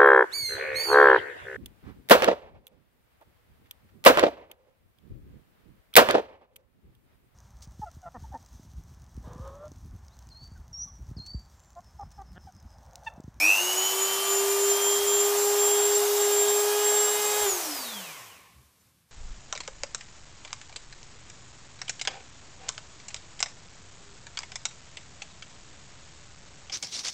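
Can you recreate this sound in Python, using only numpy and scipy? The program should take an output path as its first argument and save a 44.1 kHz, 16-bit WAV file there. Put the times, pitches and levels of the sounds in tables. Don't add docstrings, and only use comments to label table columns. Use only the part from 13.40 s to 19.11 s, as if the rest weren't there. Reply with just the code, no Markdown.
import sys
import numpy as np
from scipy import signal
from scipy.fft import rfft, irfft, next_fast_len
from scipy.io import wavfile
from scipy.ndimage import uniform_filter1d

SR = 44100
rng = np.random.default_rng(int(sys.argv[2]) if len(sys.argv) > 2 else 0)


def unload_wav(signal):
    wavfile.write(
        sys.argv[1],
        SR,
        np.round(np.clip(np.atleast_2d(signal).T, -1, 1) * 32767).astype(np.int16),
    )


def invert_db(x):
    u = np.asarray(x, float) / 20
    return 10 ** u


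N = 251811

# f/Hz, density/dB
FLOOR_COLOUR = [(15, -56), (25, -33.5), (37, -24.5), (102, -7), (126, -21.5), (184, -9), (205, -15),
                (620, -17.5), (13800, -21), (15800, -44.5)]
FLOOR_DB, FLOOR_LIFT_DB = -69.5, 6
# t/s, change/dB
FLOOR_STEPS = [
    (5.27, -2),
    (5.5, -3),
    (5.635, -2.5),
    (5.685, 3.5),
]
FLOOR_STEP_S = .012

# t/s, peak level/dB, f/Hz, spread/s
DESK_BUMPS = [(1.5, -62, 55.06, .02), (1.55, -61, 74, 0.015), (1.605, -57, 75, .01), (1.64, -52, 60, .012),
              (1.768, -52, 79, 0.01), (1.87, -62, 65.6, 0.026), (2.435, -64, 75.4, 0.018),
              (2.472, -55, 80.37, 0.0092), (2.52, -58, 60, .035), (2.59, -66, 95, .02),
              (4.03, -47, 62, 0.016), (4.137, -53, 68, 0.016), (5.17, -54, 73, 0.011),
              (5.2, -56, 72, 0.032), (5.199, -58, 128, 0.023), (5.25, -58, 70, 0.033)]
RUMBLE_DB = -71

OFFICE_DB, OFFICE_T60_S, WALL_CUT_HZ = -21, .5, 3500
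LINGER_HZ, LINGER_DB, LINGER_T60_S = 412, -30.5, 0.68

# f/Hz, density/dB
AIR_COLOUR = [(100, -36), (200, -22), (350, -14.5), (520, -7), (760, 0), (950, -2.5), (1400, -6.5),
              (2200, -9.5), (2700, -10.5), (4000, -10), (6500, -4.5), (9500, -8.5), (12500, -9.5),
              (15500, -7.5)]
# f/Hz, power of speed/1
AIR_POWER = [(100, .6), (270, 0.61), (420, 0.92), (700, 1.53), (1500, 1.2), (2400, .85), (4500, 1.44),
             (14000, 1.7)]
AIR_DB, AIR_LOADED_SHARE, STALL_PER_DB = -29.0, 0.12, 0.0166
SWITCH_PUFF_DB, SWITCH_PUFF_S = 0.5, 0.12

HOUSING_HZ, HOUSING_WIDTH_HZ = 1073, 150
RATTLE_AT_S, RATTLE_DB, RATTLE_RISE_DB_PER_S, RATTLE_FALL_DB_PER_S = 4.76, -52, 85, 42
TICK_DB, TICK_FROM_S, TICK_UNTIL_S, TICK_LOW_HZ = -66, 4.95, 5.27, 9000

# shaft order/1, level/dB, f/Hz, width/Hz
BRUSH_LINES = [(12, -60, 2500, 300), (15, -52, 2450, 330), (16, -43, 3500, 380), (16, -66, 950, 150),
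               (22, -58, 3500, 600), (30, -63, 2900, 500), (32, -60.5, 2750, 550)]
BRUSH_OFF_PEAK_DB = -21.5
# shaft order/1, level/dB
FAINT_ORDERS = [(15, -57), (16, -56), (17, -58), (19, -60), (20, -60), (29, -60), (36, -54)]
# shaft order/1, level before/dB, level after/dB, t/s, turn length/s
BUZZ_LINES = [(2, -53, -38, 1.85, .15), (3, -58, -42, .45, .08), (4, -65, -45, 1.5, 1.2),
              (5, -62, -44, 2.4, .9), (6, -52, -46, 2.4, 1.1), (7, -58, -45, .4, .15),
              (9, -50, -44, 2.5, .6)]
# shaft order/1, t/s, half width/s, level left/dB
BUZZ_FADES = [(2, 0.66, .2, -12.5), (2, 2.3, 0.65, -2), (3, 1.7, 0.1, -6), (3, 1.85, 0.12, -1),
              (3, 2.7, 0.61, -6.5), (3, 3.84, 0.22, -5), (4, 3.2, .3, 0.5), (4, 2.66, 0.084, -16),
              (4, 1.2, 0.36, -15), (5, .9, .3, -13.5), (5, 1.7, .3, -12), (5, 3.15, 0.45, -14),
              (6, 1.8, .2, -8), (6, 2.6, .45, -21), (6, 3.6, 0.12, -10), (6, 4.49, 0.31, -14),
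              (7, 1.48, 0.66, -6), (7, 3.2, .15, -19), (7, 3.0, .15, -2.5), (7, 3.73, .15, 1),
              (9, .25, .2, -12), (9, 1.0, .35, -21.5), (9, 2.1, .2, -27), (9, 3.3, .15, -21)]
BUZZ_WANDER_DB, BUZZ_WANDER_HZ = .8, 1.1

BLADE_FADES = [(0.0, 0.059, -2), (.28, 0.24, -10.5), (.41, 0.062, 0), (.55, 0.066, -7), (.72, 0.091, -5),
               (.81, 0.086, -25), (1.06, 0.079, -20), (1.18, 0.18, -7), (1.4, 0.048, -12),
               (1.63, 0.088, -29), (1.94, 0.14, -28), (2.15, 0.095, -8.5), (2.35, 0.035, -7),
               (2.69, 0.2, -28), (2.95, 0.11, -4), (3.07, 0.022, -15), (3.32, 0.22, -24),
               (3.79, 0.043, -36), (3.95, 0.22, -10.5), (4.05, 0.014, -6.5), (4.2, 0.063, -13),
               (4.3, 0.11, -13), (4.39, 0.036, 1), (4.46, 0.039, -5), (4.56, 0.045, -20), (4.82, .05, -15)]
SLOT_FADES = [(0.0, .085, -30), (.165, .025, -9), (.25, .05, -9), (.355, .06, -9), (.55, .05, -14),
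              (.64, .045, -20), (.77, .03, -12), (.95, .13, -14), (1.1, .12, -12), (1.25, .15, -13),
              (2.0, .24, -22), (2.12, .08, -12), (2.62, .22, -16), (2.88, .12, -5), (3.3, .18, -12),
              (3.8, .1, -10)]
BELOW_FADES = [(0.0, .12, -28), (.24, .035, -12), (.35, .06, -6), (.58, .08, -10), (1.15, .22, -16),
               (2.0, .25, -8), (2.7, .4, -15), (3.65, .15, -8)]
UNBALANCE_FADES = [(.13, .06, -22), (.168, .05, -22), (.32, .03, -6), (.48, .07, -8), (.7, .06, -5),
                   (.85, .03, -4), (4.105, .022, -15), (4.215, .035, -20), (4.25, .025, -14),
                   (4.375, .04, -20), (4.44, .04, -16), (4.51, .05, -8), (4.66, .025, -12),
                   (4.755, .05, -16)]

BLADE_COUNT, BLADE_DB, BLADE_POWER = 18, -24, 3.8
BLADE_LAG_DB, BLADE_LAG_S = 5.5, 0.49
SLOTS, SLOT_DB, BELOW_DB = 8, -30.5, -36
SURGE_DB, SURGE_S = 20, .17
SLOT_SINK_DB_PER_S = 4
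SLOT_COAST_DB, SLOT_COAST_POWER = -67, 1.45

# t/s, level/dB
UNBALANCE_LEVEL = [(0.0, -54), (0.04, -38.5), (0.3, -37), (0.6, -32.5), (0.8, -34.5), (1.0, -27.5),
                   (1.3, -25.5), (1.4, -29.5), (1.8, -26), (3.0, -25), (3.5, -27), (3.8, -31.5),
                   (4.04, -30.5), (4.07, -23.5), (4.14, -37), (4.31, -39.5), (4.6, -48), (5.15, -82)]

FREE_HZ, CREEP_HZ_PER_S = 407.79, 2.66
QUICK_GAP_HZ, QUICK_S, SLOW_GAP_HZ, SLOW_S = 79.9, .163, 38.0, 1.0
TILT_SAG_HZ, TILT_AT_S, TILT_S = 3.32, 2.973, .21
COAST_AT_S, FRICTION_HZ, DRAG_S, TUG_HZ, TUG_S, EASE_HZ = 4.035, 469.7, 1.968, 4.2, .049, 24
RIPPLE_HZ, RIPPLE_PEAK_S, OFF_S = 100, .0035, 4.04

# t/s, low f/Hz, high f/Hz, level/dB
CHANNEL_SPLITS = [
    (1.813, 4100, 5800, -42),
    (2.069, 11000, 13800, -41),
    (2.369, 9700, 11800, -41),
    (3.185, 12400, 14500, -42),
    (3.603, 12400, 13800, -45),
    (4.321, 4100, 5800, -42),
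    (4.323, 11700, 13100, -50),
    (4.695, 9700, 11700, -59),
    (5.413, 5700, 7600, -74),
]
TOP_HZ = 15200


def rms_one(x):
    return x / np.sqrt(np.mean(x ** 2) + 1e-20)


def in_time(rows):
    s, *columns = np.transpose(rows)
    return [np.interp(np.arange(N) / SR, s, c) for c in columns]


def at_hz(points, hz):
    f, value = np.transpose(points)
    return np.interp(np.log(hz), np.log(f), value)


def drift(rate):
    r = np.exp(-80 * np.pi * rate / SR)
    white = rng.standard_normal(N // 40 + 2002)
    slow = signal.lfilter([1], [1, -2 * r, r * r], white)[2000:]
    return np.interp(np.arange(N) / 40, np.arange(len(slow)), rms_one(slow - slow.mean()))


def bandpass(x, order, low, high):
    return signal.sosfilt(signal.butter(order, [low, high], "band", fs=SR, output="sos"), x)


def bands(spectrum):
    edges = 25 * 2 ** np.arange(0, 9.5, 1 / 3)
    white = rng.standard_normal((2, N))
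    for k, (low, high) in enumerate(zip(edges, edges[1:])):
        hz = np.sqrt(low * high)
        yield hz, bandpass(white[k % 2], 2, low, high) * invert_db(at_hz(spectrum, hz))


def coloured(spectrum):
    hz = np.arange(1, N // 2 + 2) * SR / N
    return rms_one(irfft(rfft(rng.standard_normal(N)) * invert_db(at_hz(spectrum, hz)), N))


def fades(t, rows):
    coarse = t[::40]
    out = np.ones_like(coarse)
    for s, width, left_db in rows:
        left = invert_db(2 * left_db)
        out = out * np.sqrt(left + (1 - left) * np.tanh((coarse - s) / width) ** 2)
    return np.interp(t, coarse, out)


def tone(angle, level_db, waver_db, wobble):
    height = np.sqrt(2) * invert_db(level_db + waver_db * drift(17.6))
    return height * np.sin(angle + wobble * drift(28))


def room_tone(t):
    level_db = FLOOR_DB + FLOOR_LIFT_DB
    for s, db in FLOOR_STEPS:
        level_db = level_db + db * (1 + np.tanh((t - s) / FLOOR_STEP_S)) / 2
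    return invert_db(level_db) * coloured(FLOOR_COLOUR)


def desk():
    rumble = bandpass(rng.standard_normal(N), 3, 50, 200)
    out = invert_db(RUMBLE_DB + 1.9 * drift(3)) * rms_one(rumble)
    for s, peak_db, hz, spread_s in DESK_BUMPS:
        near = slice(int((s - .1) * SR), int((s + .1) * SR))
        t = np.arange(near.start, near.stop) / SR - s
        out[near] += invert_db(peak_db) * np.exp(-.5 * (t / spread_s) ** 2) * np.cos(2 * np.pi * hz * t)
    return out


def office(x):
    size = next_fast_len(N + SR)
    hz = np.arange(size // 2 + 1) * SR / size
    response = 0
    for k, lag in enumerate(rng.uniform(.014, .045, 10)):
        wall = invert_db(-60 * lag / OFFICE_T60_S) / (1 + 1j * hz / WALL_CUT_HZ)
        loop = wall * np.exp(-2j * np.pi * hz * lag)
        response = response + (-1) ** k * loop / (1 - loop)
    return irfft(rfft(x, size) * response, size)[:N]


def linger(t):
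    since = np.maximum(t - OFF_S, 0)
    level = invert_db(LINGER_DB - 60 * since / LINGER_T60_S) * np.clip(since / 0.033, 0, 1)
    return level * np.sin(2 * np.pi * LINGER_HZ * t)


def cooling_air(t, speed, angle):
    speed_db = 20 * np.log10(speed / FREE_HZ) * np.where(t > COAST_AT_S, 1, AIR_LOADED_SHARE)
    speed_db = speed_db * (1 - STALL_PER_DB * speed_db)
    puff_db = SWITCH_PUFF_DB * np.exp(-.5 * ((t - COAST_AT_S) / SWITCH_PUFF_S) ** 2)
    rush = np.zeros(N)
    for hz, band in bands(AIR_COLOUR):
        rush += band * invert_db(at_hz(AIR_POWER, hz) * speed_db + puff_db + 0.85 * drift(13))
    steady = rush[2 * SR:3 * SR]
    return invert_db(AIR_DB) * rush / np.sqrt(np.mean(steady ** 2)) * (1 + 0.079 * np.sin(angle))


def housing_rattle(t):
    r, w = np.exp(-np.pi * HOUSING_WIDTH_HZ / SR), 2 * np.pi * HOUSING_HZ / SR
    b, a = [1, 0.0094, -0.85], [1, -2 * r * np.cos(w), r * r]
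    shell = signal.lfilter(b, a, signal.lfilter(b, a, rng.standard_normal(N)))
    rise_db = RATTLE_RISE_DB_PER_S * (RATTLE_AT_S - t)
    fall_db = RATTLE_FALL_DB_PER_S * (t - RATTLE_AT_S)
    return invert_db(RATTLE_DB - np.maximum(rise_db, fall_db)) * rms_one(shell)


def brush_ticks(t, angle):
    hiss = bandpass(rng.standard_normal(N), 3, TICK_LOW_HZ, 1.8 * TICK_LOW_HZ)
    scratch = np.exp(2.5 * (np.cos(angle) - 1))
    return invert_db(TICK_DB) * (t > TICK_FROM_S) * (t < TICK_UNTIL_S) * scratch * hiss


def brush_whine(speed, angle, coast_db):
    out = np.zeros(N)
    for order, level_db, hz, width in BRUSH_LINES:
        shell = invert_db(BRUSH_OFF_PEAK_DB + coast_db) + np.exp(-.5 * ((order * speed - hz) / width) ** 2)
        out += shell * tone(order * angle, level_db, 2.2, (order / 27) ** 4)
    return out


def powered_buzz(t, angle, ripple):
    out = tone((SLOTS + 1) * angle - ripple, -60.5, 7.4, 0.27)
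    out += tone(angle + ripple, -59.5, 5.4, .3)
    for order, before_db, after_db, s, length in BUZZ_LINES:
        turned = (1 + np.tanh((t - s) / length)) / 2
        level_db = before_db + (after_db - before_db) * turned + BUZZ_WANDER_DB * drift(BUZZ_WANDER_HZ)
        dips = fades(t, [row[1:] for row in BUZZ_FADES if row[0] == order])
        out += dips * tone(order * (angle - 4 / 7), level_db, 1.5, .2)
    for order, level_db in FAINT_ORDERS:
        out += tone(order * angle, level_db, 3.5, .4)
    return out


def fan_blades(t, angle, ripple, live, coast_db):
    level_db = BLADE_DB + BLADE_POWER * coast_db - BLADE_LAG_DB * np.exp(-t / BLADE_LAG_S)
    passing = tone(BLADE_COUNT * angle, 0, 2.3, .3)
    below = tone(BLADE_COUNT * angle - ripple, -24.0, 3.3, 0.63)
    return invert_db(level_db) * fades(t, BLADE_FADES) * (passing + live * below)


def armature_slots(t, angle, ripple, live, coast_db):
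    surge_db = SURGE_DB * np.exp(-t / SURGE_S)
    driven_db = SLOT_DB - SLOT_SINK_DB_PER_S * t + surge_db
    slot_db = live * driven_db + (1 - live) * (SLOT_COAST_DB + SLOT_COAST_POWER * coast_db)
    below_db = BELOW_DB - SLOT_SINK_DB_PER_S * np.minimum(t, 2.1) + 1.3 * surge_db
    above_db = slot_db - 13 + 15 * np.exp(-t / .1)
    centre = tone(SLOTS * angle, slot_db, 1.6, .12)
    above = tone(SLOTS * angle + ripple, above_db, 1.5, 0.42)
    below = tone(SLOTS * angle - ripple, below_db, 1.6, .12)
    return fades(t, SLOT_FADES) * (centre + live * above) + live * fades(t, BELOW_FADES) * below


def unbalance(t, angle):
    return fades(t, UNBALANCE_FADES) * tone(angle, in_time(UNBALANCE_LEVEL)[0], .3, 0.012)


def driven_speed(s):
    gaps = QUICK_GAP_HZ * np.exp(-s / QUICK_S) + SLOW_GAP_HZ * np.exp(-s / SLOW_S)
    sag = TILT_SAG_HZ * np.exp(-.5 * ((s - TILT_AT_S) / TILT_S) ** 2)
    return FREE_HZ + CREEP_HZ_PER_S * s - gaps - sag


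def shaft(t):
    since = np.maximum(t - COAST_AT_S, 0)
    start = driven_speed(COAST_AT_S) + FRICTION_HZ - TUG_HZ
    braked = start * np.exp(-since / DRAG_S) - FRICTION_HZ + TUG_HZ * np.exp(-since / TUG_S)
    eased = EASE_HZ * np.logaddexp(0, braked / EASE_HZ)
    return np.where(since > 0, eased, driven_speed(t))


def rotor(t, speed, angle):
    coast_db = 20 * np.log10(speed / FREE_HZ) * (t > COAST_AT_S)
    ripple = 2 * np.pi * RIPPLE_HZ * (t - RIPPLE_PEAK_S)
    live = np.clip((OFF_S + 0.076 - t) / 0.05, 0, 1)
    out = (1 - live) * brush_whine(speed, angle, coast_db)
    out += live * powered_buzz(t, angle, ripple)
    out += fan_blades(t, angle, ripple, live, coast_db)
    return out + armature_slots(t, angle, ripple, live, coast_db)


def scene():
    t = np.arange(N) / SR
    speed = shaft(t)
    angle = 2 * np.pi * np.cumsum(speed) / SR
    lines = rotor(t, speed, angle)
    background = room_tone(t) + desk()
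    room = invert_db(OFFICE_DB) * office(lines) + linger(t)
    noises = cooling_air(t, speed, angle) + housing_rattle(t) + brush_ticks(t, angle)
    mono = background + room + noises + lines + unbalance(t, angle)
    return np.array([mono, mono])


def channel_splits():
    out, size = np.zeros(N), 2048
    hz = np.arange(size // 2 + 1) * SR / size
    for s, low, high, level_db in CHANNEL_SPLITS:
        noise = irfft(rfft(rng.standard_normal(size)) * ((hz > low) & (hz < high)), size)
        start = int(s * SR) - size // 2
        out[start:start + size] += invert_db(level_db) * rms_one(noise) * 1.2 * np.hanning(size)
    return out * [[1], [-1]]


def thin_treble(x, from_hz, share):
    def wide(v):
        return uniform_filter1d(uniform_filter1d(v, size=31, axis=0), size=15, axis=1)
    hz, _, cells = signal.stft(x, SR, nperseg=1024)
    power = abs(cells) ** 2
    near = uniform_filter1d(uniform_filter1d(power, size=3, axis=0), size=4, axis=1) + 1e-20
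    around = np.exp(wide(np.log(near))) + .04 * wide(near)
    thrift = share * np.clip(hz / from_hz - 1, 0, 1)[:, None] ** .3
    return signal.istft(cells * (near > thrift * around), SR, nperseg=1024)[1][:N]


def band_limit(x):
    return signal.sosfilt(signal.butter(12, 16200, fs=SR, output="sos"), x)


def record(dry):
    mix = signal.sosfilt(signal.butter(2, 45, "high", fs=SR, output="sos"), dry[0])
    mix = thin_treble(mix, from_hz=7000, share=.52) + channel_splits()
    mix = signal.sosfilt(signal.ellip(12, .3, 75, TOP_HZ, fs=SR, output="sos"), mix)
    return band_limit(mix)


dry = scene()
out = record(dry)
unload_wav(out)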